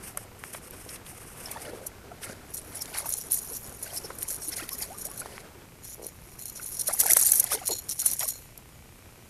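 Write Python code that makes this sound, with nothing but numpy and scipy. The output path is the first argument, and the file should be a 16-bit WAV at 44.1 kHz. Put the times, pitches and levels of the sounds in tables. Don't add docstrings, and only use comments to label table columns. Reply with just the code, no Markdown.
import sys
import numpy as np
from scipy import signal
from scipy.fft import rfft, irfft
from scipy.io import wavfile
from scipy.ndimage import uniform_filter1d, map_coordinates

SR = 44100
rng = np.random.default_rng(int(sys.argv[2]) if len(sys.argv) > 2 else 0)


def wav_out(sig):
    wavfile.write(sys.argv[1], SR, np.round(np.clip(np.atleast_2d(sig).T, -1, 1) * 32767).astype(np.int16))


N = 409688
TIME = np.arange(N) / SR

# f/Hz, level/dB
AIR_SPECTRUM = [(15, -6.5), (45, 2), (105, 3), (190, -4.5), (400, -14), (900, -22.5), (1600, -22),
                (2300, -16), (3500, -23.5), (7000, -23), (11000, -22), (14000, -22), (14800, -65)]
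WASH_SPECTRUM = [(100, 2.5), (220, 4.5), (400, 3.5), (800, -4.5), (1500, -4), (2200, -14.5), (3300, -14),
                 (6000, -19), (11000, -26.5)]
REEL_SPECTRUM = [(300, -2), (900, -8.5), (1900, 1), (2800, -2), (4000, -17), (5300, -2), (7400, -4.5),
                 (8700, 5), (11300, 3), (13000, -1), (15000, -42)]
TICK_SPECTRUM = [(150, -8), (400, -2.5), (900, 1), (1600, -9.5), (2400, -4), (3500, -17), (8000, -23)]
# t/s, level/dB
STIRRED_WATER = [(0.0, -53.5), (4.95, -54), (6.78, -50), (7.09, -46.5), (7.99, -53), (9.29, -50.5)]
HEADWAY = [(5.4, 6), (5.8, -2), (7.8, -2), (8.5, -6)]
# middle t/s, half width/s, level/dB
CRANK_STROKES = [(0.069, 0.032, -43.5), (.21, 0.022, -48.5), (.47, 0.057, -49), (0.552, 0.023, -43),
                 (.655, 0.02, -48), (.8, 0.082, -51), (.925, 0.031, -44), (.96, 0.0068, -41.5),
                 (1.095, 0.026, -46), (1.195, .04, -50), (1.3, 0.051, -51), (1.43, 0.043, -44.5),
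                 (1.53, 0.014, -50), (1.63, 0.016, -44), (1.77, 0.035, -56), (1.85, 0.014, -50.5),
                 (2.242, 0.012, -38)]
# t/s, level/dB, centre f/Hz, contact/s
KAYAK_KNOCKS = [(.173, -28, 1270, 0.0055), (0.4386, -21.5, 1370, 0.00036), (.547, -27, 1320, 0.0043),
                (.863, -34, 480, 0.0046), (.891, -28.5, 4600, .004), (.96, -33, 3200, .005),
                (1.065, -36, 2200, 0.0045), (2.233, -28, 2800, 0.0037), (2.296, -30, 259, 0.0031),
                (2.857, -24, 6000, .002), (4.104, -26.5, 850, 0.0048), (5.259, -25.5, 590, 0.0011),
                (5.38, -23.5, 1500, 0.00062)]
# f/Hz, width/Hz, level/dB
SHELL_MODES = [(4260, 220, -8), (5720, 220, 3.5), (6160, 220, 0.5), (6860, 310, 3.5), (8920, 240, 3.5),
               (10100, 350, 9.5), (11100, 270, 3.5), (11660, 260, 8.5), (12600, 200, -12),
               (13900, 280, -4.5)]
HOOK_RING = [(4224, 85, -8), (5650, 79, -7), (6880, 140, -2)]
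# f/Hz, level/dB
BEAD_SPECTRUM = [(1000, -32), (3200, -34.5), (5500, -9), (8000, 0.5), (10000, 9), (12000, 7.5),
                 (13500, -2.5), (15500, -49.5)]
SPRAY_SPECTRUM = [(200, -29), (600, 15), (1200, -3), (2100, 19.5), (3000, 1), (4500, 16), (7000, 10),
                  (11000, 18), (15000, -6)]
# t/s, level/dB, scatter/s
TACKLE_CLACKS = [(0.174, -16, 0.0013), (0.709, -28, 0.00091), (1.515, -24.5, .006), (1.868, -21.5, 0.0053),
                 (2.545, -22, 0.0031), (2.821, -21, 0.0052), (3.092, -18.5, .003), (3.3192, -19, 0.0026),
                 (3.375, -20, 0.0031), (4.187, -25, .003), (4.229, -18, .002), (4.305, -21, 0.0031),
                 (4.6915, -20, 0.0013), (4.823, -20, 0.0046), (5.053, -21.5, 0.0036), (5.115, -27.5, .0008),
                 (6.067, -20.5, 0.0015), (6.4565, -23, 0.0017), (7.002, -6.5, 0.0017),
                 (7.012, -10.5, 0.0015), (7.065, -11, 0.0018), (7.108, -8, 0.0018), (7.119, -6, 0.0016),
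                 (7.134, -1.5, 0.0016), (7.1692, -1.5, 0.0027), (7.213, -7, 0.0018), (7.2355, -12, .001),
                 (7.259, -9, 0.002), (7.32, -4, 0.0027), (7.357, -8, 0.00088), (7.399, -4.5, 0.0034),
                 (7.442, -10.5, 0.001), (7.532, -17, .004), (7.68, -12.5, .004), (7.709, -15, .0012),
                 (8.063, -6, 0.0055), (8.115, -14, 0.0011), (8.134, -14, 0.0014), (8.194, -14, 0.0013),
                 (8.288, -15.5, 0.0031), (8.577, -30, 0.0018)]
# t/s, level/dB, f/Hz
METAL_CLINKS = [(0.89, -32.5, 5450), (1.457, -28, 5290), (3.127, -26, 6600), (3.319, -9, 10080),
                (3.342, -18, 9900), (7.709, -26, 4270)]
# t/s, length/s, spray level/dB, slosh level/dB, slosh f/Hz
FISH_THRASHES = [(1.469, 0.23, -48, -46.5, 707), (1.66, 0.18, -57.5, -44.5, 517),
                 (2.231, 0.099, -46, -48, 596), (2.719, 0.24, -51.5, -52, 810),
                 (2.948, 0.062, -37.5, -43.5, 870), (3.018, 0.044, -56, -43.5, 905),
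                 (3.835, 0.14, -46.5, -51, 670), (4.018, 0.12, -54.5, -54, 510),
                 (4.233, .11, -51, -55, 775), (4.523, 0.016, -37, -60, 510), (4.572, 0.07, -41, -47.5, 890),
                 (4.81, 0.041, -42, -49.5, 890), (5.21, 0.2, -49.5, -53, 597),
                 (6.882, 0.03, -39, -37.5, 870), (6.993, .1, -40.5, -43, 715),
                 (7.106, 0.027, -33.5, -40, 620), (7.164, .003, -28, -30, 660),
                 (7.211, 0.026, -41, -44, 1220), (7.253, 0.27, -44.5, -51.5, 805),
                 (7.508, 0.046, -33.5, -36.5, 730), (7.688, 0.033, -46, -37, 620),
                 (8.017, 0.12, -47.5, -56, 910), (8.204, 0.033, -41, -39, 1180)]
# t/s, level/dB, f/Hz, ring before stretching/s
AIR_POCKETS = [(1.561, -26, 885, 0.042), (1.731, -25.5, 480, 0.049), (2.115, -31, 686, .05),
               (3.056, -29, 884, 0.048), (3.51, -34, 440, 0.066), (3.928, -28, 650, 0.03),
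               (4.044, -24, 447, 0.034), (4.479, -32.5, 294, 0.08), (4.622, -26.5, 306, 0.052),
               (4.715, -40.5, 1030, 0.12), (4.902, -38.5, 640, 0.19), (5.05, -42, 515, 0.2),
               (5.216, -31.5, 1420, 0.038), (6.596, -29.5, 1430, 0.024), (6.886, -19.5, 597, 0.04),
               (6.937, -30, 760, 0.04), (7.03, -27, 804, 0.038), (7.057, -17.5, 780, 0.026),
               (7.096, -23, 664, 0.032), (7.104, -13.5, 2040, 0.019), (7.166, -17, 594, 0.0207),
               (7.334, -27, 1620, 0.013), (7.44, -28, 735, 0.031), (7.517, -24, 1200, 0.042),
               (7.548, -28, 413, 0.085), (7.615, -29.5, 742, 0.056), (7.698, -22.5, 427, 0.057),
               (7.712, -29, 319, 0.09), (8.236, -31, 600, 0.065)]
# t/s, length/s, level/dB
HEAD_SHAKES = [(2.54, 0.019, -34.5), (2.57, 0.019, -36.5), (2.755, 0.03, -37), (2.98, 0.015, -28),
               (3.06, 0.013, -33), (3.095, 0.013, -31.5), (3.125, 0.014, -30.5), (3.155, 0.062, -35),
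               (3.312, 0.044, -29.5), (3.36, 0.038, -33), (3.415, 0.14, -40), (3.54, 0.033, -34),
               (3.63, 0.043, -42.5), (3.828, 0.015, -32.5), (3.94, .045, -35), (4.215, 0.021, -34.5),
               (4.287, 0.041, -29.5), (4.335, 0.027, -34), (4.42, 0.038, -35), (4.468, 0.027, -31),
               (4.568, 0.0094, -27), (4.72, 0.027, -34), (4.785, 0.06, -35), (4.98, 0.045, -37.5),
               (5.048, 0.026, -38), (5.175, 0.035, -35.5), (5.838, 0.11, -40), (6.025, 0.065, -42),
               (6.39, 0.045, -40), (6.46, 0.039, -37.5), (6.56, 0.017, -36), (6.622, 0.015, -34),
               (6.66, 0.023, -34), (6.72, 0.062, -36), (6.79, .028, -27), (6.874, 0.0099, -22.5),
               (6.928, 0.019, -27.5), (6.993, 0.02, -19), (7.025, 0.078, -29), (7.1, 0.024, -19),
               (7.175, 0.027, -20), (7.214, 0.022, -23), (7.259, 0.02, -20), (7.288, 0.047, -26.5),
               (7.34, 0.048, -25), (7.52, 0.029, -22), (7.66, 0.029, -26.5), (7.71, 0.024, -27),
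               (7.752, 0.042, -35.5), (7.89, 0.035, -28.5), (7.994, 0.025, -26), (8.05, 0.032, -27),
               (8.09, 0.051, -30.5), (8.195, 0.055, -31.5), (8.28, 0.027, -32.5)]
# t/s, level/dB
LURE_JIGGLE = [(2.3, -93), (2.5, -50), (3.3, -44), (3.8, -46.5), (4.4, -48), (5.15, -47), (5.5, -80),
               (6.3, -52), (6.95, -40.5), (7.25, -26), (7.6, -47), (7.85, -49), (8.28, -36), (8.55, -66)]
LURE_FREEDOM = [(2.5, 4), (5.4, 1), (5.8, 10), (6.8, 4.5), (7.0, -3.5), (7.35, -3), (7.7, 16), (8.0, 4),
                (8.3, 1.5)]
HOOK_LOOSENESS = [(2.5, -14), (6.5, -11.5), (7.15, -19), (7.68, -8.5), (7.73, 2), (7.95, -15), (8.35, -3)]
# t/s, length/s, start f/Hz, end f/Hz, level/dB
LINE_SQUEAKS = [(2.803, 0.028, 5700, 5120, -36.5), (3.961, 0.03, 5100, 5300, -36.5),
                (4.035, 0.035, 5400, 5530, -41), (4.517, 0.025, 6030, 4880, -37.5),
                (4.705, 0.051, 5580, 5120, -43), (4.818, 0.021, 5270, 4440, -36.5)]
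# t/s, level/dB, centre f/Hz, contact/s
FISH_SLAPS = [(4.224, -26.5, 3000, 0.002), (4.691, -23, 3380, 0.0037), (7.1685, -16.5, 1300, 0.00088),
              (8.208, -19, 5200, 0.0014), (8.229, -25.5, 1820, 0.0016)]


def undb(db):
    return 10 ** (np.asarray(db) / 20)


def unit(x):
    return x / np.sqrt(np.mean(x ** 2))


def curve(rows):
    return undb(np.interp(TIME, *np.transpose(rows)))


def add(out, s, sound):
    start = int(s * SR)
    part = sound[max(-start, 0):N - start]
    out[max(start, 0):][:len(part)] += part


def response(points, size=2048):
    hz, db = np.transpose(points)
    bins = np.maximum(np.arange(size // 2 + 1) * SR / size, 1)
    roll_off = np.minimum(hz[-1] / bins, 1) ** 4
    gain = undb(np.interp(np.log(bins), np.log(hz), db)) * roll_off
    cepstrum = irfft(np.log(gain))
    cepstrum[1:size // 2] *= 2
    cepstrum[size // 2 + 1:] = 0
    ring = irfft(np.exp(rfft(cepstrum)))
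    return ring / np.linalg.norm(ring)


def through(x, ring):
    return signal.oaconvolve(x, ring)[:N]


def resonate(x, hz, width_hz):
    return np.sqrt(SR / np.pi / width_hz) * signal.lfilter(*signal.iirpeak(hz, hz / width_hz, SR), x)


def walk(rate):
    hold = int(SR / rate)
    steps = np.repeat(rng.standard_normal(N // hold + 1), hold)
    return unit(uniform_filter1d(steps, hold)[:N])


def flutter(rate, depth_db, even_s=0.055):
    surge = undb(depth_db * np.clip(walk(rate), -2, 2))
    return surge / np.sqrt(uniform_filter1d(surge ** 2, int(even_s * SR)))


def impacts(rate, spread_db, even_s):
    size = undb(spread_db * np.minimum(rng.exponential(size=N), 5))
    clicks = (rng.random(N) < rate / SR) * size * rng.choice([-1, 1], N)
    power = uniform_filter1d(clicks ** 2, int(even_s * SR))
    return clicks / np.sqrt(np.maximum(power, rate / SR / 2))


def bouts(rows, attack_s, release_s, lead_s, tail_db, tail_s):
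    power = np.zeros(N)
    t = np.arange(-SR // 4, SR) / SR
    for s, length, db in rows:
        before, after = np.maximum(-t, 0), np.maximum(t - length, 0)
        body = np.exp(-before / min(attack_s, length / 2) - after / min(release_s, length))
        skirt = undb(tail_db) * np.exp(-before / min(lead_s, length) - after / tail_s)
        add(power, s + t[0], (undb(db) * np.maximum(body, skirt)) ** 2)
    return np.sqrt(power)


def air(level_db):
    return undb(level_db) * through(rng.standard_normal(N), response(AIR_SPECTRUM, size=8192))


def bubble(hz, ring_s, rise, pinch_cycles=2.2):
    t = np.arange(int(ring_s * SR)) / SR
    age = t / ring_s
    onset = 1 - np.exp(-hz * t / pinch_cycles)
    decay = np.exp(-np.log(1000) * age ** 0.95)
    return onset * decay * np.sin(2 * np.pi * hz * t * (1 + rise * age / 2))


def froth(rate, low_hz, high_hz, cycles, spread_db, rise, count=1900):
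    out = np.zeros(N)
    pitches = low_hz * (high_hz / low_hz) ** rng.random(count)
    kinds = [bubble(hz, cycles * (.5 + rng.random()) / hz, rise) for hz in pitches]
    when, size = rng.random((int(rate * N / SR), 2)).T
    for k, gain in enumerate(undb(spread_db * size ** 2)):
        add(out, when[k] * TIME[-1], gain * kinds[k % count])
    return unit(out)


def wake(wash_db, gurgle_db):
    wash = through(rng.standard_normal(N), response(WASH_SPECTRUM)) * undb(2.4 * walk(25))
    gurgle = froth(rate=300, low_hz=340, high_hz=2200, cycles=15, spread_db=8, rise=0.2)
    return curve(HEADWAY) * curve(STIRRED_WATER) * (undb(wash_db) * wash + undb(gurgle_db) * gurgle)


def reel(gain_db):
    rub = through(impacts(rate=12000, spread_db=2.5, even_s=.05), response(REEL_SPECTRUM))
    strokes = (undb(db) * np.exp(-((TIME - s) / half_s) ** 2 / 2) for s, half_s, db in CRANK_STROKES)
    swell = np.sqrt(sum(stroke ** 2 for stroke in strokes))
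    return undb(gain_db) * rub * swell * flutter(rate=70, depth_db=3.5)


def camera_ticks(level_db, first_s, rate_hz):
    ticks = np.zeros(N)
    ticks[(np.arange(first_s, TIME[-1], 1 / rate_hz) * SR).astype(int)] = 1
    return undb(level_db) * unit(through(ticks, response(TICK_SPECTRUM)))


def blows(rows, gain_db):
    out = np.zeros(N)
    t = np.arange(SR // 20) / SR
    for s, db, hz, contact_s in rows:
        contact = 0.2 * rng.standard_normal(len(t)) * np.exp(-t / contact_s)
        contact[0] = 1
        body = response([(hz / 4.5, -20), (hz / 1.95, 0), (hz * 1.5, 0), (hz * 3.5, -19), (hz * 12, -40)])
        blow = signal.fftconvolve(contact, body)
        add(out, s, undb(db + gain_db) * blow / np.abs(blow).max())
    return out


def bead_strike(click_db, detune):
    t = np.arange(1024) / SR
    ring = 0
    for hz, width, db in SHELL_MODES:
        phase = 2 * np.pi * (hz * (1 + detune * rng.standard_normal()) * t + rng.random())
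        ring += undb(db) * width * np.exp(-np.pi * width * t) * np.sin(phase)
    strike = ring / np.linalg.norm(ring) + undb(click_db) * response(BEAD_SPECTRUM, size=1024)
    return strike / np.linalg.norm(strike)


def clacks(gain_db):
    out = np.zeros(N)
    t = np.arange(-SR // 100, SR // 30) / SR
    for s, db, scatter_s in TACKLE_CLACKS:
        crowding = np.exp(-np.abs(t) / np.where(t > 0, scatter_s, 0.5 * scatter_s))
        hits = rng.standard_normal(len(t)) * crowding
        clack = signal.fftconvolve(hits, bead_strike(click_db=5.5, detune=0.01))
        add(out, s + t[0], undb(db + gain_db) * clack / np.abs(clack).max())
    return out


def clinks(gain_db, width_hz, chatter_s):
    out = np.zeros(N)
    t = np.arange(SR // 20) / SR
    for s, db, hz in METAL_CLINKS:
        chatter = rng.standard_normal(len(t)) * np.exp(-t / chatter_s)
        clink = resonate(chatter, hz, width_hz)
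        add(out, s, undb(db + gain_db) * clink / np.abs(clink).max())
    return out


def splashes(drops_db, froth_db):
    drops = through(impacts(rate=6000, spread_db=3, even_s=0.015), response(SPRAY_SPECTRUM))
    foam = froth(rate=650, low_hz=1300, high_hz=7500, cycles=40, spread_db=15, rise=.1)
    throws = [row[:3] for row in FISH_THRASHES]
    thrown = bouts(throws, attack_s=0.01, release_s=0.0094, lead_s=0.056, tail_db=-9.0, tail_s=0.084)
    return (undb(drops_db) * drops + undb(froth_db) * foam) * thrown * flutter(rate=62, depth_db=2.6)


def sloshes(gain_db, bubbles_per_s, spread_octaves, spread_db, cycles):
    out = np.zeros(N)
    chances = rng.random((len(FISH_THRASHES), 200, 4))
    for (s, length, _, db, hz), chance in zip(FISH_THRASHES, chances):
        count = int(bubbles_per_s * length) + 3
        cluster = np.zeros(N)
        for k, (delay, high, low, size) in enumerate(chance[:count]):
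            pitch = hz * 2 ** (spread_octaves * np.sqrt(6) * (high - low))
            trapped = undb(spread_db * size) * bubble(pitch, cycles / pitch, rise=.14)
            add(cluster, length * (k + delay) / count, trapped)
        add(out, s, undb(db + gain_db) * cluster * np.sqrt(length * SR / np.sum(cluster ** 2)))
    return out


def plops(gain_db, small_db, stretch, count=3):
    out = np.zeros(N)
    for s, db, hz, ring_s in AIR_POCKETS:
        add(out, s, undb(db + gain_db) * bubble(hz, stretch * ring_s, rise=50 * ring_s ** 2))
        for k, (delay, pitch) in enumerate(rng.random((count, 2))):
            small = bubble(0.654 * hz * 3.4 ** ((k + pitch) / count), .5 * ring_s, rise=.14)
            add(out, s + .35 * ring_s * delay, undb(db + small_db) * small)
    return out


def shell_ring(beads, freedom, drift):
    hit = np.flatnonzero(beads)
    ring = 0
    for hz, width, db in SHELL_MODES:
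        strikes = np.zeros(N)
        strikes[hit] = beads[hit] * (1 + rng.standard_normal(len(hit))) * undb(4 * walk(35)[hit])
        ring += undb(db) * unit(resonate(strikes, hz, width))
    bend = np.cumsum(drift * walk(22) / (1 + freedom ** 2))
    return unit(map_coordinates(ring, [np.arange(N) + bend], order=4, mode="mirror"))


def rattle(gain_db, click_db, ping_db):
    beads = impacts(rate=1400, spread_db=4, even_s=.01)
    freedom = curve(LURE_FREEDOM)
    ring = freedom * shell_ring(beads, freedom, drift=.05)
    click = response(BEAD_SPECTRUM)
    clicks = undb(click_db) * through(beads, click)
    droplets = sum(froth(rate=220, low_hz=4000, high_hz=13000, cycles=260, spread_db=13, rise=rise)
                   for rise in (-.07, .05))
    pings = undb(ping_db) * unit(through(droplets, click))
    lure = (ring + clicks + pings) / np.sqrt(1 + freedom ** 2)
    shake = bouts(HEAD_SHAKES, attack_s=.0062, release_s=.0067, lead_s=.025, tail_db=-16.5, tail_s=.053)
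    drive = undb(gain_db) * np.hypot(shake, curve(LURE_JIGGLE))
    drive *= flutter(rate=130, depth_db=3.1, even_s=0.028)
    jolts = beads * drive * curve(HOOK_LOOSENESS)
    hooks = sum(undb(db) * resonate(jolts * undb(4 * walk(18) - 3), hz, width)
                for hz, width, db in HOOK_RING)
    return lure * drive + hooks


def squeaks(gain_db, octave_db, rough):
    out = np.zeros(N)
    jitter = 1 + rough * walk(2500) + 0.0096 * walk(150)
    for s, length, start_hz, end_hz, db in LINE_SQUEAKS:
        age = np.linspace(0, 1, int(length * SR))
        hz = (start_hz + (end_hz - start_hz) * age) * jitter[int(s * SR):][:len(age)]
        phase = 2 * np.pi * np.cumsum(hz) / SR
        tone = np.sin(phase) + undb(octave_db) * np.sin(2 * phase)
        add(out, s, undb(db + gain_db) * unit(np.sin(np.pi * age) * tone))
    return out


def creak(start_s, length_s, slips_hz, body_hz, gain_db):
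    slips = np.zeros(N)
    for k, chance in enumerate(rng.random(round(length_s * slips_hz))):
        s = start_s + (k + chance * .7) / slips_hz
        swell = np.sin(np.pi * (k + 1) / (length_s * slips_hz + 2))
        slips[int(s * SR)] = undb(gain_db) * (1 + chance) * swell
    hull = response([(body_hz / 2, -20), (body_hz, 0), (body_hz * 2, -15), (body_hz * 4, -33)])
    return through(slips, hull)


def scene():
    mix = air(level_db=-51.5)
    mix += wake(wash_db=-5, gurgle_db=-8.5)
    mix += reel(gain_db=1.8)
    mix += camera_ticks(level_db=-62, first_s=.0158, rate_hz=29.97)
    mix += blows(KAYAK_KNOCKS, gain_db=-0.1)
    mix += clacks(gain_db=0.5)
    mix += clinks(gain_db=-1.5, width_hz=150, chatter_s=0.0062)
    mix += splashes(drops_db=-2, froth_db=-5.0)
    mix += sloshes(gain_db=-2.0, bubbles_per_s=300, spread_octaves=0.37, spread_db=16, cycles=9.7)
    mix += plops(gain_db=4.5, small_db=-3.5, stretch=0.73)
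    mix += rattle(gain_db=-3.5, click_db=0.5, ping_db=1.3)
    mix += squeaks(gain_db=-1.0, octave_db=-3.0, rough=0.055)
    mix += blows(FISH_SLAPS, gain_db=0.0)
    mix += creak(start_s=5.975, length_s=0.098, slips_hz=75.3, body_hz=422, gain_db=-19.0)
    return mix[None]


def record(dry):
    return signal.sosfilt(signal.ellip(8, .2, 70, 15400, fs=SR, output="sos"), dry)


dry = scene()
out = record(dry)
wav_out(out)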